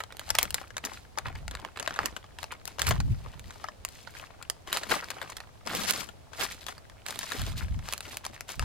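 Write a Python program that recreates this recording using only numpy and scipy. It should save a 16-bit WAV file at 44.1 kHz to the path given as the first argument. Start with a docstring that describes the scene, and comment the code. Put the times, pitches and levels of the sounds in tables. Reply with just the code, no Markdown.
"""Sharp snaps sound over a quiet garden: a foil snack bag is snipped open, unfolded and smoothed on the lap.
Buckling creases release impulses that ring the facets of the film, as single snaps and swarms of crinkles.
Friction makes the film hiss under the hand, and the palm rubs a low scuff from the sheet on the knee.
A light breeze puffs on the two microphone ports as its eddies pass."""
import sys
import numpy as np
from scipy import signal
from scipy.fft import rfft, irfft
from scipy.io import wavfile
from scipy.ndimage import uniform_filter1d

SR = 44100
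rng = np.random.default_rng(int(sys.argv[2]) if len(sys.argv) > 2 else 0)


def wrap_up_sound(samples):
    """Save the sound to the file named by the first command line argument, as 16-bit audio."""
    columns = np.atleast_2d(samples).T
    # keep every value between -1 and 1, then stretch to whole-number steps
    tamed = np.clip(columns, -1, 1)
    steps = np.round(tamed * 32767).astype(np.int16)
    wavfile.write(sys.argv[1], SR, steps)


N = 381024

# loud snaps under blades and fingers: t/s, level/dB, treble-over-bass tilt/dB per band, nominal length/ms
LOUD_SNAPS = [(.0041, -39, -7, 3.3), (.0374, -44.5, -3, .6), (.169, -50.5, 3, .6),
              (0.1946, -40, -0.5, 0.89), (.2915, -46, -0.5, 0.63), (.3037, -29.5, 1, 1.15),
              (0.3518, -30, -0.5, 1.2), (.386, -25, 2.5, .9), (0.3878, -25, -0.5, 1.2),
              (0.4296, -31.5, 7, 0.26), (.5063, -39.5, 4, 0.95), (.5439, -29.5, 3.5, 0.75),
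              (.705, -51.5, -6.5, 2.2), (0.7678, -38.5, -3, 1.02), (0.7807, -41, -2, 0.77),
              (.8508, -35, 1.5, 3.6), (1.1752, -44, -13, 2.4), (1.1859, -35, -2.5, 0.75),
              (1.4802, -41, -2.5, 0.43), (1.5116, -46, 0.5, 0.57), (1.5515, -39.5, -4, 0.65),
              (1.6492, -42.5, -8.5, 0.65), (1.7732, -43.5, -7, 1.26), (1.7985, -39.5, -1, 1.13),
              (1.827, -42, -3, 1.43), (1.876, -33, -6.5, 1.43), (1.9607, -46, -6, 4.3),
              (1.99, -35.5, -13.5, 0.61), (2.0578, -31.5, 1.5, 1.74), (2.1649, -41, -4.5, 2.8),
              (2.242, -56.5, -10, 1.5), (2.3868, -44, -4.5, 1.7), (2.4301, -41.5, -1, 1.2),
              (2.4416, -41.5, -4, 0.76), (2.52, -45, 1, 3.4), (2.6545, -46, 4, 0.41),
              (2.6773, -42.5, 2.5, .5), (2.7941, -34, -1.5, 2.4), (2.8181, -30, 0, 1.25),
              (2.8684, -33.5, 1.5, 2.4), (2.889, -36.5, 7, 4.3), (2.9089, -28.5, -5.5, 2.3),
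              (3.0028, -39.5, -4, 1.5), (3.395, -50, 0.5, 1), (3.6423, -53.5, -21.5, 3.3),
              (3.6858, -46, -11, 1.7), (3.85, -34.5, 2, 0.37), (4.0739, -50, -11.5, 1.84),
              (4.4996, -32.5, 2.5, 0.35), (4.6746, -47, -3.5, 0.97), (4.7285, -29.5, 1, 0.88),
              (4.7711, -31, -1, 1.2), (4.834, -40, -4, 2.9), (5.026, -60.5, -24.5, 4.1),
              (5.1034, -37.5, -1, 1.75), (5.2155, -39.5, -5.5, 4.7), (5.3, -46, 1.5, 3.07),
              (5.3678, -42.5, 1.5, 2.23), (5.4034, -45.5, -5, 1.4), (5.6729, -40, -1.5, 1.9),
              (5.7509, -41.5, 5.5, 0.27), (5.8972, -33, 1, 1.7), (5.9086, -30.5, 5.5, .4),
              (6.089, -48.5, -4.5, 2.8), (6.333, -50, -6.5, 1.9), (6.6661, -42, 0.5, 1.4),
              (6.6843, -39.5, -3.5, 4), (6.78, -52, -4, 1.6), (6.898, -54.5, -3.5, 0.7),
              (7.0642, -40, 0, 1.48), (7.0846, -41.5, -0.5, 1.4), (7.1072, -39.5, 2, 1.43),
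              (7.1907, -36.5, 4.5, 0.96), (7.3193, -35, -3, 1.86), (7.4178, -41, 0.5, 0.97),
              (7.8878, -41.5, -3, 0.51), (7.9254, -37.5, 2, 1.2), (7.9357, -34.5, 1.5, 0.42),
              (7.9791, -45, 3.5, 0.58), (8.0065, -41.5, 0.5, 0.99), (8.1708, -39, 3.5, .3),
              (8.251, -39.5, -0.5, 2), (8.265, -41, -0.5, 0.37), (8.408, -40.5, 0, .3),
              (8.5947, -33.5, -2, 0.77)]
# bass, middle and treble bands of a snap: lower f/Hz, upper f/Hz
SNAP_BANDS = [(400, 1800), (1800, 7500), (7500, 16500)]
# spectrum of the garden background: f/Hz, relative level/dB
GARDEN_SPECTRUM = [(25, -12), (90, 1), (160, -11), (300, -15), (700, -13), (1500, -25.5), (4000, -28.5),
                   (9000, -34), (16000, -43)]
# fingers grip, bend or fold the bag: t/s, duration/s, flexing level/dB, sliding relative to it/dB
CRUMPLES = [(0.097, .02, -51, -12), (.18, 0.15, -52.5, -4), (0.266, 0.032, -53.5, -6),
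            (.335, 0.012, -42, -7.5), (0.372, 0.064, -41.5, -3.5), (0.544, 0.073, -45, -8),
            (0.829, .03, -40.5, -9), (0.885, .08, -50, -1), (1.165, 0.017, -46, -18),
            (1.244, 0.031, -40, -23), (1.34, 0.044, -48.5, -10.5), (1.501, 0.18, -50.5, -15.5),
            (1.752, 0.3, -46.5, -11), (1.986, 0.086, -41, -9.5), (2.148, 0.016, -53.5, -2),
            (2.393, 0.029, -51.5, -2.5), (2.497, .02, -46, -24), (2.657, 0.065, -54, -1.5),
            (2.779, .085, -43.5, -3), (2.862, 0.053, -36.5, -5), (3.224, 0.092, -50.5, -17),
            (3.431, 0.23, -56.5, -2.5), (4.138, 0.098, -49, -5.5), (4.282, .02, -54.5, -22.5),
            (4.384, 0.026, -52, -25), (4.66, 0.31, -47.5, -4), (4.712, 0.056, -40, -2),
            (4.886, 0.026, -37, 0.5), (4.901, 0.016, -25, -3.5), (4.984, 0.33, -48.5, -7.5),
            (5.355, 0.082, -56, -10), (6.494, .025, -46, 5.5), (6.603, 0.018, -55, 6),
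            (6.657, .06, -50.5, -2), (8.231, 0.033, -47.5, -3), (8.322, 0.023, -48, -3),
            (8.602, 0.029, -49, -1)]
# the sheet slides under the hand or on the lap: t/s, duration/s, sliding level/dB, relative flexing/dB
STROKES = [(3.04, .36, -64, 1), (3.867, .3, -56, -7.5), (5.65, 0.12, -42.5, 4), (5.729, .285, -37.5, -5),
           (5.853, 0.059, -35, -8.5), (6.311, .04, -56, 3), (6.353, 0.042, -46, -2), (6.379, .06, -34, -2),
           (7.049, 0.11, -48, 1), (7.17, .33, -45, -2), (7.3, 0.058, -43, -1), (7.552, 0.0263, -40.5, -9),
           (7.583, 0.045, -52.5, 7), (7.661, .19, -63, 3), (7.83, .1, -49, 0), (8.019, .14, -48.5, -1.5),
           (8.47, 0.053, -41.5, -6)]
# spectrum of broad panels flexing: f/Hz, relative level/dB
FLEX_SPECTRUM = [(170, 0.5), (260, -4.5), (380, -6), (620, -3), (1000, -1), (1500, -3.5), (2200, -5.5),
                 (3200, -13.5), (5000, -25.5), (9000, -87)]
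# spectrum of film sliding on skin, cloth and itself: f/Hz, relative level/dB
SLIDE_SPECTRUM = [(300, -9.5), (1200, -3), (2800, 1.5), (4800, 2), (6500, -1.5), (9500, -2.5),
                  (12500, -5.5), (16000, -22)]
# the bag as the two ports hear it: f/Hz, left-minus-right level/dB, left phase lead/rad
PORT_RESPONSE = [(357, 0.5, -1), (857, 9.5, -1), (2020, 2.5, -0.5), (3950, -5, 0.37), (6200, 11, -2.45),
                 (6100, 4, -1.26), (10100, 0.5, -1.85), (12000, -25, -0.4), (11740, 0, -0.5),
                 (15300, 0, -0.5)]
# gusts on the ports: t/s, duration/s, level/dB
GUSTS = [(.24, 0.28, -46), (.68, 0.058, -50.5), (1.2, 0.094, -36.5), (1.32, .22, -41.5), (1.99, 0.054, -43),
         (2.79, 0.082, -35), (2.87, 0.25, -25.5), (3.22, 0.25, -44), (7.37, 0.069, -29),
         (7.47, 0.31, -32.5), (8.55, 0.1, -32)]
# spectrum of eddies at the ports: f/Hz, relative level/dB
EDDY_SPECTRUM = [(18, -12), (35, -2.5), (65, 2), (115, -3.5), (180, -14), (300, -27), (600, -65.5)]
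# the palm presses the sheet along the knee: t/s, level/dB
PALM_PRESS = [(5.6, -91.5), (5.68, -50.5), (5.76, -38.5), (5.88, -54.5), (6.02, -57), (6.1, -97)]


def from_db(db):
    """Amplitude ratio: tenfold for every 20 dB."""
    return 10 ** (np.asarray(db) / 20)


def unit_rms(x):
    """Normalisation to unit mean power."""
    return x / np.sqrt(np.mean(x ** 2) + 1e-20)


def at_hz(table, hz, column=1):
    """Interpolation of a table column on a logarithmic frequency axis."""
    table = np.array(table)
    return np.interp(np.log(hz + 1), np.log(table[:, 0]), table[:, column])


def drift(rate_hz):
    """Slow random modulation: low-passed noise of unit rms."""
    step = 40  # samples per control point
    pole = np.exp(-2 * np.pi * rate_hz * step / SR)
    slow = signal.lfilter([1], [1, -2 * pole, pole * pole], rng.standard_normal(N // step + 2002))[2000:]
    return np.interp(np.arange(N) / step, np.arange(len(slow)), unit_rms(slow))


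def noise(spectrum, channels=1):
    """Spectral shaping of white noise, uncorrelated between channels, to unit rms."""
    gain = from_db(at_hz(spectrum, np.fft.rfftfreq(N, 1 / SR)))
    return unit_rms(irfft(rfft(rng.standard_normal((channels, N))) * gain, N))


def resonate(x, hz, q):
    """Forced response of a damped oscillator with unit peak gain."""
    pole = np.exp(-np.pi * hz / q / SR)
    feedback = [1, -2 * pole * np.cos(2 * np.pi * hz / SR), pole * pole]
    return signal.lfilter(np.array([1, 0, -1]) * (1 - pole * pole) / 2, feedback, x + 1e-18)


def swells(events, attack_s, settle_db_per_s):
    """Incoherent addition: the powers of events (t/s, duration/s, level/dB) rise, hold, decay and sum."""
    t, power = np.arange(N) / SR, np.zeros(N)
    for start, length, level_db in events:
        rise = np.clip((t - start) / attack_s, 0, 1)
        fall_db = np.clip(settle_db_per_s * (t - start - length), 0, 120)
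        power += (rise * from_db(level_db - fall_db)) ** 2
    return power


def snaps(rows, crack, flutter, tail_db, tail_ms, q, direct, band_db, soft_hz, facets=4):
    """Snap-through buckling: a crease cracks, the film flutters on and new facets ring each time."""
    out, ms = np.zeros(N + SR), np.arange(SR // 20) / SR * 1000
    bands = [signal.butter(2, edges, "band", fs=SR, output="sos") for edges in SNAP_BANDS]
    for start_s, snap_db, tilt_db, length_ms in rows:
        levels_db = snap_db + np.array(band_db) + tilt_db * np.array([-1, 0, 1])
        decay = np.exp(-ms / (flutter * max(length_ms, .1))) + from_db(tail_db) * np.exp(-ms / tail_ms)
        push = rng.laplace(size=len(ms)) * decay
        push[0] += crack * rng.choice([-1, 1])
        # soft creases flip slowly, lose their top and bend broader facets
        top_hz = np.clip(soft_hz * from_db(levels_db[2] - levels_db[1]), SR / 8, SR * .45)
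        push = signal.lfilter(*signal.butter(2, top_hz, fs=SR), push)
        softness = from_db(np.clip(levels_db[0] - levels_db[2], -15, 15) / 3)
        start = max(round(start_s * SR), 0)
        for (low, high), band, level_db, bias in zip(SNAP_BANDS, bands, levels_db, (.5, softness, 1)):
            place_in_band = ((np.arange(facets) + rng.random(facets)) / facets) ** bias
            ringing = sum(resonate(push, hz, q) for hz in low * (high / low) ** place_in_band)
            sound = signal.sosfilt(band, direct * push + ringing)
            out[start:start + len(ms)] += from_db(level_db) * unit_rms(sound)
    return out[:N]


def lesser_snaps(flex_db, busy_db, level_db, follows, crowding, spread_db, tilt_db, length_ms, count=60):
    """Random buckling: rows like LOUD_SNAPS, denser and louder as the flexing rises to busy_db."""
    slack_db = np.minimum(flex_db - busy_db, 0)
    chance = np.cumsum(from_db(crowding * slack_db))
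    onsets = np.searchsorted(chance, rng.random(count) * chance[-1])
    size_db, colour_db = rng.standard_normal((2, count)) * spread_db
    levels_db = level_db + follows * slack_db[onsets] + size_db
    return [(i / SR, db, tilt_db + tilt, length_ms) for i, db, tilt in zip(onsets, levels_db, colour_db)]


def garden(level_db):
    """Ambient noise: a steady, mostly low background, uncorrelated at the two ports."""
    return from_db(level_db) * noise(GARDEN_SPECTRUM, channels=2)


def handling():
    """Flexing and sliding levels/dB by addition of powers: each crumple and stroke does some of both."""
    crumple = dict(attack_s=.015, settle_db_per_s=259.5)
    stroke = dict(attack_s=.027, settle_db_per_s=274)
    held_flex, held_slide = from_db([-63, -71.5]) ** 2  # the bag stirs even while it is only held
    flex = swells([(t, length, db) for t, length, db, _ in CRUMPLES], **crumple)
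    flex += swells([(t, length, db + share) for t, length, db, share in STROKES], **stroke)
    slide = swells([(t, length, db) for t, length, db, _ in STROKES], **stroke)
    slide += swells([(t, length, db + share) for t, length, db, share in CRUMPLES], **crumple)
    return 10 * np.log10(flex + held_flex), 10 * np.log10(slide + held_slide)


def crinkles(spectrum, per_s, size_db, q, octaves, facets=30):
    """A Poisson process: tiny creases give way, each ringing the facets near a pitch of its own."""
    onsets = np.flatnonzero(rng.random(N) < per_s / SR)
    sizes = from_db(size_db * np.minimum(rng.exponential(1, N), 3.5))[onsets]
    facets_hz = np.geomspace(200, 15500, facets)
    home_hz = rng.choice(facets_hz, N)[onsets]
    strengths, out = rng.standard_normal(N + facets), np.zeros(N)
    for k, hz in enumerate(facets_hz):
        clicks = np.zeros(N)
        clicks[onsets] = sizes * strengths[onsets + k] / (1 + (np.log2(hz / home_hz) / octaves) ** 2)
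        out += from_db(at_hz(spectrum, hz)) * resonate(clicks, hz, q)
    # the hand's work is shared among the creases that give way at about the same time
    power = uniform_filter1d(uniform_filter1d(out ** 2, size=1500), size=1500)
    return out / np.sqrt(np.maximum(power, 0) + np.mean(out ** 2) / 100)


def flexing(flex_db):
    """Buckling of bent panels: clusters of dull ticks, denser under harder work, over a soft rustle."""
    per_s = 520 * from_db(1.15 * (flex_db + 45) + 6 * drift(16))
    ticks = crinkles(FLEX_SPECTRUM, per_s, size_db=6.0, q=12.6, octaves=0.83)
    rustle = noise(FLEX_SPECTRUM)[0]
    return from_db(flex_db) * (from_db(1) * ticks + from_db(-7.5) * rustle)


def sliding(slide_db, brightening, top_db):
    """Sliding friction: the film hisses, brighter when it moves fast, and catches in fine ticks."""
    per_s = 950 * from_db(.95 * (slide_db + 50) + 3.4 * drift(18))
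    ticks = crinkles(SLIDE_SPECTRUM, per_s, size_db=6.0, q=4.2, octaves=1.3)
    hiss = noise(SLIDE_SPECTRUM)[0] * from_db(3.1 * drift(25))
    friction = from_db(-3) * ticks + from_db(-2) * hiss
    dull = signal.sosfiltfilt(signal.butter(2, 8500, fs=SR, output="sos"), friction)
    treble_gain = from_db(top_db + brightening * (slide_db + 28))
    return from_db(slide_db) * (dull + (friction - dull) * treble_gain)


def port_shading(x):
    """Diffraction: the microphone body shades and delays each port differently, smoothly with pitch."""
    hz = np.fft.rfftfreq(N, 1 / SR)
    response = np.array([from_db(at_hz(PORT_RESPONSE, hz)), at_hz(PORT_RESPONSE, hz, column=2)])
    ratio, lead = uniform_filter1d(response, size=5000)
    pair = np.array([ratio * np.exp(.5j * lead), np.exp(-.5j * lead)]) * np.sqrt(2 / (1 + ratio ** 2))
    return irfft(rfft(x) * pair, N)


def crease_spread(x):
    """An extended source: creases lie all over the sheet, so level and phase shift between the ports."""
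    shifting = drift(39) + 1j * drift(37)
    return np.real(signal.hilbert(x) * shifting) * np.array([[1], [-1]])


def scatter(x, t60_s, dull_hz):
    """Diffuse reflection: wall, ground and leaves return a short echo, different at each port."""
    t = np.arange(SR // 2) / SR
    echo = rng.standard_normal((2, len(t))) * from_db(-60 * t / t60_s) * (t > .004)
    echo = signal.sosfilt(signal.butter(1, dull_hz, fs=SR, output="sos"), echo)
    echo /= np.sqrt(np.sum(echo ** 2) / 2)
    return signal.oaconvolve(x[None], echo, axes=1)[:, :N]


def breeze(calm_db, lumpy_db, shared_hz):
    """Turbulence: eddies buffet the ports in lumps, and the largest reach both at once."""
    strength = np.sqrt(swells(GUSTS, attack_s=0.031, settle_db_per_s=165) + from_db(calm_db) ** 2)
    both, apart = noise(EDDY_SPECTRUM, channels=2)
    apart = signal.sosfilt(signal.butter(1, shared_hz, "high", fs=SR, output="sos"), apart)
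    eddies = both + 1.33 * apart * np.array([[1], [-1]])
    return strength * unit_rms(eddies * from_db(lumpy_db * drift(17.4)))


def palm_scuff(hz, q):
    """Friction drives a broad resonance: rubbed over the knee, the taut sheet scuffs, low and hollow."""
    level_db = np.interp(np.arange(N) / SR, *np.transpose(PALM_PRESS))
    scuff = resonate(resonate(rng.standard_normal(N), hz, q), hz, q)
    return from_db(level_db) * unit_rms(scuff)


def scene():
    """Superposition at the two ports: the bag close in front, its echo, the breeze and the garden."""
    flex_db, slide_db = handling()
    lesser = lesser_snaps(flex_db, busy_db=-48, level_db=-48, follows=0.63, crowding=2.2,
                          spread_db=3.5, tilt_db=-3.5, length_ms=1.0)
    bag = snaps(LOUD_SNAPS + lesser, crack=14.9, flutter=2.25, tail_db=-11.5, tail_ms=7.3,
                q=7.3, direct=0.41, band_db=(-8.0, -4.3, -8.5), soft_hz=12100)
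    bag += flexing(flex_db)
    bag += sliding(slide_db, brightening=0.09, top_db=-1.0)
    bag += palm_scuff(hz=193, q=1.73)
    echo = from_db(-22.5) * scatter(bag, t60_s=0.21, dull_hz=6000)
    background = garden(level_db=-53.5)
    direct = port_shading(bag) + from_db(-9) * crease_spread(bag)
    return direct + echo + breeze(calm_db=-58, lumpy_db=2.5, shared_hz=83.5) + background


def record(dry):
    """Band limiting: an elliptic low-pass filter cuts the top steeply."""
    cutoff_hz = 16300
    return signal.sosfilt(signal.ellip(10, .1, 80, cutoff_hz, fs=SR, output="sos"), dry)


dry = scene()
out = record(dry)
wrap_up_sound(out)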